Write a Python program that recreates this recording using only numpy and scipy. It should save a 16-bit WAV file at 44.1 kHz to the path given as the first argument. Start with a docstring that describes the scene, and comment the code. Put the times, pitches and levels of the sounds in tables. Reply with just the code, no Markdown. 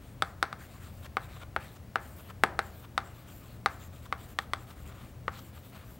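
"""A quiet classroom, the microphone facing a wall-mounted chalkboard. From the start there is the low
rumble of the building, hiss, mains hum and the thin whine of video equipment. Someone writes a few
words: each letter opens with a dry tap as the chalk rings the board, goes on in faint gritty sweeps
of the hand and often ends in a scuff as the chalk catches. The room echoes briefly behind them."""
import sys
import numpy as np
from scipy import signal
from scipy.fft import rfft, irfft, next_fast_len
from scipy.io import wavfile
from scipy.ndimage import uniform_filter1d

SR = 44100
rng = np.random.default_rng(int(sys.argv[2]) if len(sys.argv) > 2 else 0)


def inscribe(sig):
    """Save sig as 16-bit PCM at rate SR to the path in sys.argv[1].

    A 1-D sig is mono; a 2-D sig holds one channel per row.
    Samples are clipped to [-1, 1] before scaling.
    """
    pcm = np.round(np.clip(np.atleast_2d(sig).T, -1, 1) * 32767)
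    wavfile.write(sys.argv[1], SR, pcm.astype(np.int16))


N = 264159
TIME = np.arange(N) / SR


def amp(db):
    """Decibels to gain."""
    return 10 ** (np.asarray(db) / 20)


def unit(x):
    """Scales to rms 1."""
    return x / np.sqrt(np.mean(x ** 2) + 1e-20)


def read(table, hz, column=1):
    """One column of a table along a log-frequency axis."""
    columns = np.transpose(table)
    return np.interp(np.log(hz + 1), np.log(columns[0] + 1), columns[column])


def add(mix, s, sound):
    """Lays a sound into the mix at s seconds."""
    part = mix[max(round(s * SR), 0):][:len(sound)]
    part += sound[:len(part)]


def colour(x, spectrum):
    """Filters by a (Hz, dB) spectrum."""
    size = next_fast_len(2 * len(x))
    gain = amp(read(spectrum, np.fft.rfftfreq(size, 1 / SR)))
    return irfft(rfft(x, size) * gain, size)[:len(x)]


def wander(rate_hz):
    """A smooth random drift of rms 1 that changes up to about rate_hz times a second."""
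    hz = np.fft.rfftfreq(N, 1 / SR)
    return unit(irfft(rfft(rng.standard_normal(N)) * np.exp(-(hz / rate_hz) ** 2), N))


def tone(hz, db):
    """A steady sine of the given rms level."""
    return amp(db) * np.sqrt(2) * np.sin(2 * np.pi * (hz * TIME + rng.random()))


# The building, heard from indoors. Each row: frequency in Hz, relative level in dB.
BUILDING_RUMBLE = [(15, -51), (25, -16), (37, -11), (46, -0.5), (62, 2.5), (75, 6.5), (90, 6), (103, 0.5),
                   (120, -1), (135, 0.5), (152, -5), (175, -16.5), (260, -64), (500, -56)]
# Still air and microphone hiss. Each row: frequency in Hz, relative level in dB.
AIR_HISS = [(100, -24), (170, 4.5), (250, -0.5), (430, -8), (585, -6.5), (820, -12.5), (1300, -16.5),
            (2000, -19.5), (3400, -24.5), (5500, -28), (10000, -30), (15000, -30.5)]
# The mains. Each row: frequency in Hz, rms level in dB.
MAINS_HUM = [(90.5, -62), (119.7, -56.5)]
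def room_tone():
    """Swelling rumble, even hiss, hum, and a line-scan whine with side tones one field rate apart."""
    line_hz, field_hz = 15734.3, 60
    rumble = unit(colour(rng.standard_normal(N), BUILDING_RUMBLE))
    rumble *= amp(-50.5 + 1.5 * wander(rate_hz=6.2))
    hiss = amp(-54.5) * unit(colour(rng.standard_normal(N), AIR_HISS))
    hum = sum(tone(hz, db) for hz, db in MAINS_HUM)
    whine = tone(line_hz, db=-73.5) + sum(tone(line_hz - k * field_hz, db=-86) for k in range(1, 7))
    return rumble + hiss + hum + whine


def grit(grains_per_s, clump_db):
    """Chalk crumbles in tiny uneven grains; clump_db bunches them as the tip sticks and slips."""
    grains = rng.standard_normal(N) * (rng.random(N) < grains_per_s / SR)
    return unit(grains * amp(clump_db * wander(rate_hz=77)))


def tip_wear(x, patchy_db):
    """The tip's facets wear and turn, so patches of its colour come and go."""
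    bands = signal.stft(x, nperseg=256)[2]
    patches = uniform_filter1d(rng.standard_normal(bands.shape), size=5, axis=0)
    patches = uniform_filter1d(patches, size=18, axis=1)
    return unit(signal.istft(bands * amp(patchy_db * unit(patches)))[1][:N])


# Sweeps of the hand between turns or lifts. Each row: start in seconds, length in seconds,
# level in dB, then grinding and powder in dB relative to that level.
HAND_SWEEPS = [(0.01, 0.135, -68.5, 2.5, -4), (0.24, 0.084, -68, 2, -3), (0.587, 0.094, -62, 3, -2.5),
               (0.675, 0.13, -68, 8, -1), (0.799, 0.12, -61.5, 3.5, -4), (0.915, 0.15, -69.5, 2.5, 1),
               (1.024, 0.047, -66, 6, 1), (1.202, 0.077, -63, 5, -4), (1.283, 0.12, -68.5, 10.5, 2),
               (1.393, 0.042, -67.5, 10, -6), (1.598, 0.1, -64, 8, -1), (1.681, 0.087, -68.5, 4, 3),
               (1.998, 0.18, -63, -2, 0), (2.162, 0.078, -66.5, 3.5, 7), (2.23, 0.087, -71.5, 9, 9),
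               (2.615, 0.098, -65.5, 1, 0), (2.7, 0.16, -70, 5, 5), (3.035, 0.1, -66, 4, -4),
               (3.128, 0.12, -71, 8, 5), (3.27, 0.15, -63.5, -0.5, 2.5), (3.407, 0.17, -69, 6, 4),
               (3.69, 0.11, -64.5, -2, -3), (3.788, 0.094, -64, 5.5, 0), (3.923, 0.093, -65, 2, -2),
               (4.02, 0.048, -65, 2.5, 0), (4.173, 0.11, -63.5, 3, -3), (4.278, 0.064, -63.5, 3, 0),
               (4.396, 0.053, -65.5, 3, 0), (4.572, 0.085, -67, 2, 0), (4.668, 0.075, -66.5, 7, 3),
               (4.755, 0.099, -67.5, 3.5, -1), (4.854, 0.057, -64, 4, 0), (4.934, 0.19, -68.5, 5, 0),
               (5.313, 0.115, -67.5, 10, 3), (5.413, 0.1, -68, 4, 5), (5.526, 0.1, -70.5, 7.5, 6),
               (5.625, 0.096, -69, 3, 7), (5.72, 0.135, -70.5, 13.5, 6), (5.845, 0.13, -68.5, 3, 4.5)]
# The sliding contact's three voices: board, stick, powder. Each row: frequency in Hz, gain in dB.
BOARD_GRIND = [(300, -21), (700, 11), (900, 3), (1200, 14), (1700, 7.5), (2600, 6.5), (3600, 6), (4600, -1),
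               (6200, -22), (8000, -10), (12000, -24)]
STICK_SING = [(4000, -11), (6600, 1), (7400, 10), (8000, 3.5), (8600, 5.5), (9600, 0), (11000, -14.5),
              (14000, -7)]
POWDER_HISS = [(8000, -13.5), (11000, -1), (12200, 4.5), (13000, 7), (13700, 6), (14500, 10.5), (15600, 2)]
# How a sweep drives those three, in order. Each row: power of hand speed, start-to-end gain in dB.
SWEEP_RESPONSE = [(0.5, -2), (0.6, 1), (0.6, 3)]
def chalk_sweeps():
    """The hand speeds up, then turns or lifts; grains grind the board, ring the stick, hiss as powder."""
    lift_gap_s, lift_at, release_s = 0.025, 0.89, 0.0045
    levels = np.zeros((3, N))
    next_starts = [row[0] for row in HAND_SWEEPS[1:]] + [np.inf]
    for (s, length, db, grind_db, powder_db), next_s in zip(HAND_SWEEPS, next_starts):
        along = np.linspace(0, 1, round(length * SR), endpoint=False)
        # before a longer gap the chalk leaves the board still moving
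        share_done = lift_at if next_s - s - length > lift_gap_s else 1
        speed = np.sin(np.pi * (share_done * along) ** 0.74)  # fastest before the middle
        touching = np.minimum((1 - along) * length / release_s, 1)
        for level, own_db, (power, tilt_db) in zip(levels, (grind_db, 0, powder_db), SWEEP_RESPONSE):
            add(level, s, touching * speed ** power * amp(db + own_db + tilt_db * (along - 0.5)))
    finger_pressure = amp(0.6 * wander(rate_hz=25))
    grains = grit(grains_per_s=9000, clump_db=0)
    voices = [colour(tip_wear(grains, patchy_db=3.5), spectrum)
              for spectrum in (BOARD_GRIND, STICK_SING, POWDER_HISS)]
    return finger_pressure * (levels * voices).sum(axis=0)


def ring(modes, t, sustain, weights_db, pitches):
    """Damped modes set going by a blow: real part for a push, imaginary for a kick."""
    hz, db, t60 = np.transpose(modes)
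    height = amp((db + weights_db)[:, None] - 60 * t / (t60[:, None] * sustain))
    return (height * np.exp(2j * np.pi * (hz * pitches)[:, None] * t)).sum(axis=0)


def crunch(t, crush_db, decay_s):
    """The tip lands with one kick and crushes a few grains after it."""
    crumbs = rng.standard_normal(len(t)) * t * np.exp(-t / decay_s)
    return (t == 0) + amp(crush_db) * crumbs / np.linalg.norm(crumbs)


def disperse(x, lag_ms):
    """Bending waves run faster the higher they are; lag_ms is their travel time at 1 kHz."""
    khz = np.fft.rfftfreq(len(x), 1 / SR) / 1000
    fade = np.cos(np.linspace(0, np.pi / 2, len(x))) ** 2
    return fade * irfft(rfft(x) * np.exp(-4j * np.pi * lag_ms * np.sqrt(khz)), len(x))


def echoes(x, table, delay_s, size):
    """Dense reflections of x that begin after a delay; each band has its own energy and decay."""
    hz, t, bands = signal.stft(rng.standard_normal(size), SR, nperseg=128)
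    decay_rate = np.log(1000) / read(table, hz, column=2)[:, None]
    height = amp(read(table, hz))[:, None] * np.sqrt(2 * decay_rate / SR)
    tail = signal.istft(bands * height * np.exp(-decay_rate * t), SR)[1]
    response = np.concatenate([np.zeros(round(delay_s * SR)), tail])[:size]
    return signal.fftconvolve(x, response)[:len(x)]


# The chalk lands. Each row: start in seconds, force in dB, contact time in ms, ring-time factor,
# deep mode in dB, hollow mode in dB, knock pitch factor, bright mode in dB, its pitch factor,
# click in dB, its pitch factor.
CHALK_TAPS = [(0.2225, -2.5, 0.036, 1.03, 9.5, 1.5, 1.115, -0.5, 1.11, 5.5, 1.01),
              (0.4277, 0, 0.033, 0.7, 7, -2, 1.155, -7, 1.03, 4, 1.06),
              (0.5283, -15.5, 0.031, 1, -7.6, -6, 1.08, -6, 1.06, 1, 0.99),
              (1.1695, -3, 0.048, 0.75, 12, 0.5, 1.06, 3, 1.09, -4, 0.86),
              (1.5633, -2, 0.051, 0.54, 1.5, 0, 1.17, -3, 1, -5, 0.87),
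              (1.9576, 0.95, 0.051, 0.59, -12, -1.5, 1.17, -1, 1.42, -5.5, 1),
              (2.4367, 9, 0.054, 0.31, -12, 2.5, 1.32, 3.5, 1.03, 3.5, 0.92),
              (2.5914, -0.5, 0.04, 0.54, 2.2, 4.5, 1.16, -3.5, 0.98, 2, 1.1),
              (2.9783, -3.5, 0.029, 0.97, -6, 3, 1.06, -2.1, 0.99, 1.5, 1.02),
              (3.6604, -0.4, 0.031, 0.95, 8, 3, 1.06, -0.5, 0.99, 1, 1.08),
              (4.1258, -6.5, 0.041, 0.93, -7, -15, 1.03, 4, 1.05, -3, 0.93),
              (4.3882, -9.5, 0.021, 1.08, -15, -1, 1.01, 10, 0.92, 6.5, 0.98),
              (4.5348, -7.5, 0.028, 1.07, -4, -13, 1.005, 3.5, 1.01, 5.5, 0.98),
              (5.2807, -6, 0.052, 0.88, 21.5, -10, 1.02, 3, 0.95, -10, 0.81)]
# What a blow sets ringing: the board's deep and hollow modes, two modes of the knock with a faint
# lingering ring of the room between them, and a bright mode; then the hand-held stick's modes.
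# Each row: frequency in Hz, level in dB, seconds to fall 60 dB.
BLOW_MODES = [(510, -41.5, 0.026), (802, -27, 0.061), (1159, -11.5, 0.016), (1360, -49, .2),
              (1277, -12.5, 0.0094), (1957, -16, 0.012)]
STICK_MODES = [(3435, -17.5, 0.004), (4120, -27, 0.0021), (7880, -29.5, 0.0035), (9300, -43, 0.0031),
               (13300, -53, 0.0051)]
# Bending waves thrown back by the frame. Each row: frequency in Hz, level in dB, seconds to fall 60 dB.
FRAME_ECHO = [(200, -8.5, 0.13), (700, -6.5, 0.024), (1360, -11, 0.076), (2200, -16.5, 0.0068),
              (4030, -12, 0.02), (9000, -10.5, 0.0097), (16000, -30, 0.033)]
# The taps carry little bass. Each row: frequency in Hz, gain in dB.
TAP_LOW_CUT = [(25, -12), (70, -22), (150, -1.5), (260, -0.5)]
def chalk_taps():
    """A blow rings the board and the stick clicks; returns the sound toward the mic and into the room."""
    ahead, around = np.zeros((2, N))
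    t = np.arange(8192) / SR
    for (s, force_db, contact_ms, sustain, deep_db, hollow_db, knock_pitch,
         bright_db, bright_pitch, click_db, click_pitch) in CHALK_TAPS:
        contact = 1000 * t / contact_ms
        push = contact ** 2 * np.exp(-contact)  # a longer contact makes a duller knock
        # the struck spot favours its own modes; over the whole board they blur together
        pitches = [1, 1, knock_pitch, 1, knock_pitch]
        spot = ring(BLOW_MODES, t, sustain, [deep_db, hollow_db, 0, 0, 0, bright_db],
                    pitches + [bright_pitch])
        whole = amp(3) * ring(BLOW_MODES, t, 0.4 * sustain, 0, pitches + [1])
        spot_knock, whole_knock = (signal.fftconvolve(modes.real, push / push.sum())[:len(t)]
                                   for modes in (spot, whole))
        # the grip shifts the stick's two lowest modes
        stick = ring(STICK_MODES, t, sustain, click_db, [click_pitch, click_pitch, 1, 1, 1]).imag
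        click = signal.fftconvolve(stick, crunch(t, crush_db=-5, decay_s=0.00072))[:len(t)]
        near = -amp(force_db) * (spot_knock + click)
        far = -amp(force_db) * (whole_knock + amp(-1) * stick)
        scattered = echoes(far, FRAME_ECHO, delay_s=0.00274, size=4096)
        add(ahead, s, disperse(near, lag_ms=0.24) + scattered)
        add(around, s, far + scattered)
    return colour(ahead, TAP_LOW_CUT), colour(around, TAP_LOW_CUT)


# The chalk catches in a turn or flicks off the board. Each row: hardest point in seconds,
# level in dB, build-up in seconds, rasp in dB relative to that level.
CHALK_SCUFFS = [(0.845, -61, 0.0092, -3), (1.062, -46.5, 0.015, -8.5), (1.376, -53, 0.031, -15),
                (1.434, -44.5, 0.021, -16), (1.768, -56.5, .012, 0), (2.204, -52, 0.017, -10),
                (2.307, -47, 0.018, -13), (2.85, -53.5, 0.021, -14), (3.32, -57, 0.084, -11),
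                (4.063, -48.5, 0.0083, -7.5), (4.714, -53, 0.014, -7), (4.926, -57.5, 0.077, -13),
                (5.051, -56.5, 0.14, -18), (5.4, -55.5, 0.075, 0), (5.578, -51.5, 0.014, -21),
                (5.765, -57, .025, -7), (5.84, -55.5, 0.033, -22)]
# The dull drag and the sharp edge's rasp. Each row: frequency in Hz, gain in dB.
SCUFF_DRAG = [(250, -14), (550, 11.5), (800, 5), (1200, 15.5), (1700, 5.5), (2500, 2), (3700, 0.5),
              (5500, -33), (9000, -21), (16000, -22)]
EDGE_RASP = [(1500, -14), (3400, -2), (5300, 4), (6300, 1), (7500, 2.5), (9500, -9), (15000, -11)]
def chalk_scuffs():
    """Coarse slips build up against the board and stop as the chalk lets go; a sharp edge rasps."""
    release_s = 0.0057
    drag, edge = np.zeros((2, N))
    for s, db, build_s, rasp_db in CHALK_SCUFFS:
        from_peak = np.maximum((s - TIME) / build_s, (TIME - s) / release_s)
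        swell = amp(db) * np.exp(-from_peak ** 2)
        drag += swell
        edge += swell * amp(rasp_db)
    slips = grit(grains_per_s=4500, clump_db=1.5)
    return colour(drag * slips, SCUFF_DRAG) + colour(edge * slips, EDGE_RASP)


# The classroom's echo. Each row: frequency in Hz, level in dB, seconds to fall 60 dB.
CLASSROOM_ECHO = [(150, -23.5, 0.28), (497, -7.5, 0.64), (890, -18, 0.51), (1450, -13, 0.46),
                  (2190, -19.5, 0.42), (3720, -22, 0.36), (7500, -13.5, 0.3), (16000, -28, .12)]
# Single bounces off floor and walls. Each row: delay at the microphone in seconds, level in dB.
WALL_BOUNCES = [(.0078, -23), (0.0134, -24), (0.026, -27.5)]
def classroom(x):
    """Sound that takes the long way to the microphone: three bounces and a diffuse tail."""
    room = echoes(x, CLASSROOM_ECHO, delay_s=0.0061, size=32768)
    for delay_s, db in WALL_BOUNCES:
        add(room, delay_s, amp(db) * x)
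    return room


# Stereo balance: a little louder on the left, nearer the centre in the treble.
# Each row: frequency in Hz, left minus right in dB.
STEREO_BALANCE = [(100, 2.5), (1200, 2.5), (5000, 2), (10000, 1), (14000, 1.6)]
def scene():
    """Room tone, the writing and its echo, heard from one spot."""
    background = room_tone()
    sweeps = chalk_sweeps()
    taps_ahead, taps_around = chalk_taps()
    sliding = sweeps + chalk_scuffs()
    sound = background + sliding + taps_ahead + classroom(taps_around + sliding)
    return np.array([colour(sound, [(hz, side * db / 2) for hz, db in STEREO_BALANCE])
                     for side in (1, -1)])


def record(dry):
    """The recorder clips any peak that overloads it, then cuts the highest treble."""
    clipped = np.clip(dry, -0.97, 0.97)
    lowpass = signal.firwin(601, cutoff=15950, window=("kaiser", 9), fs=SR)
    return signal.oaconvolve(clipped, lowpass[None], "same")


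dry = scene()
out = record(dry)
inscribe(out)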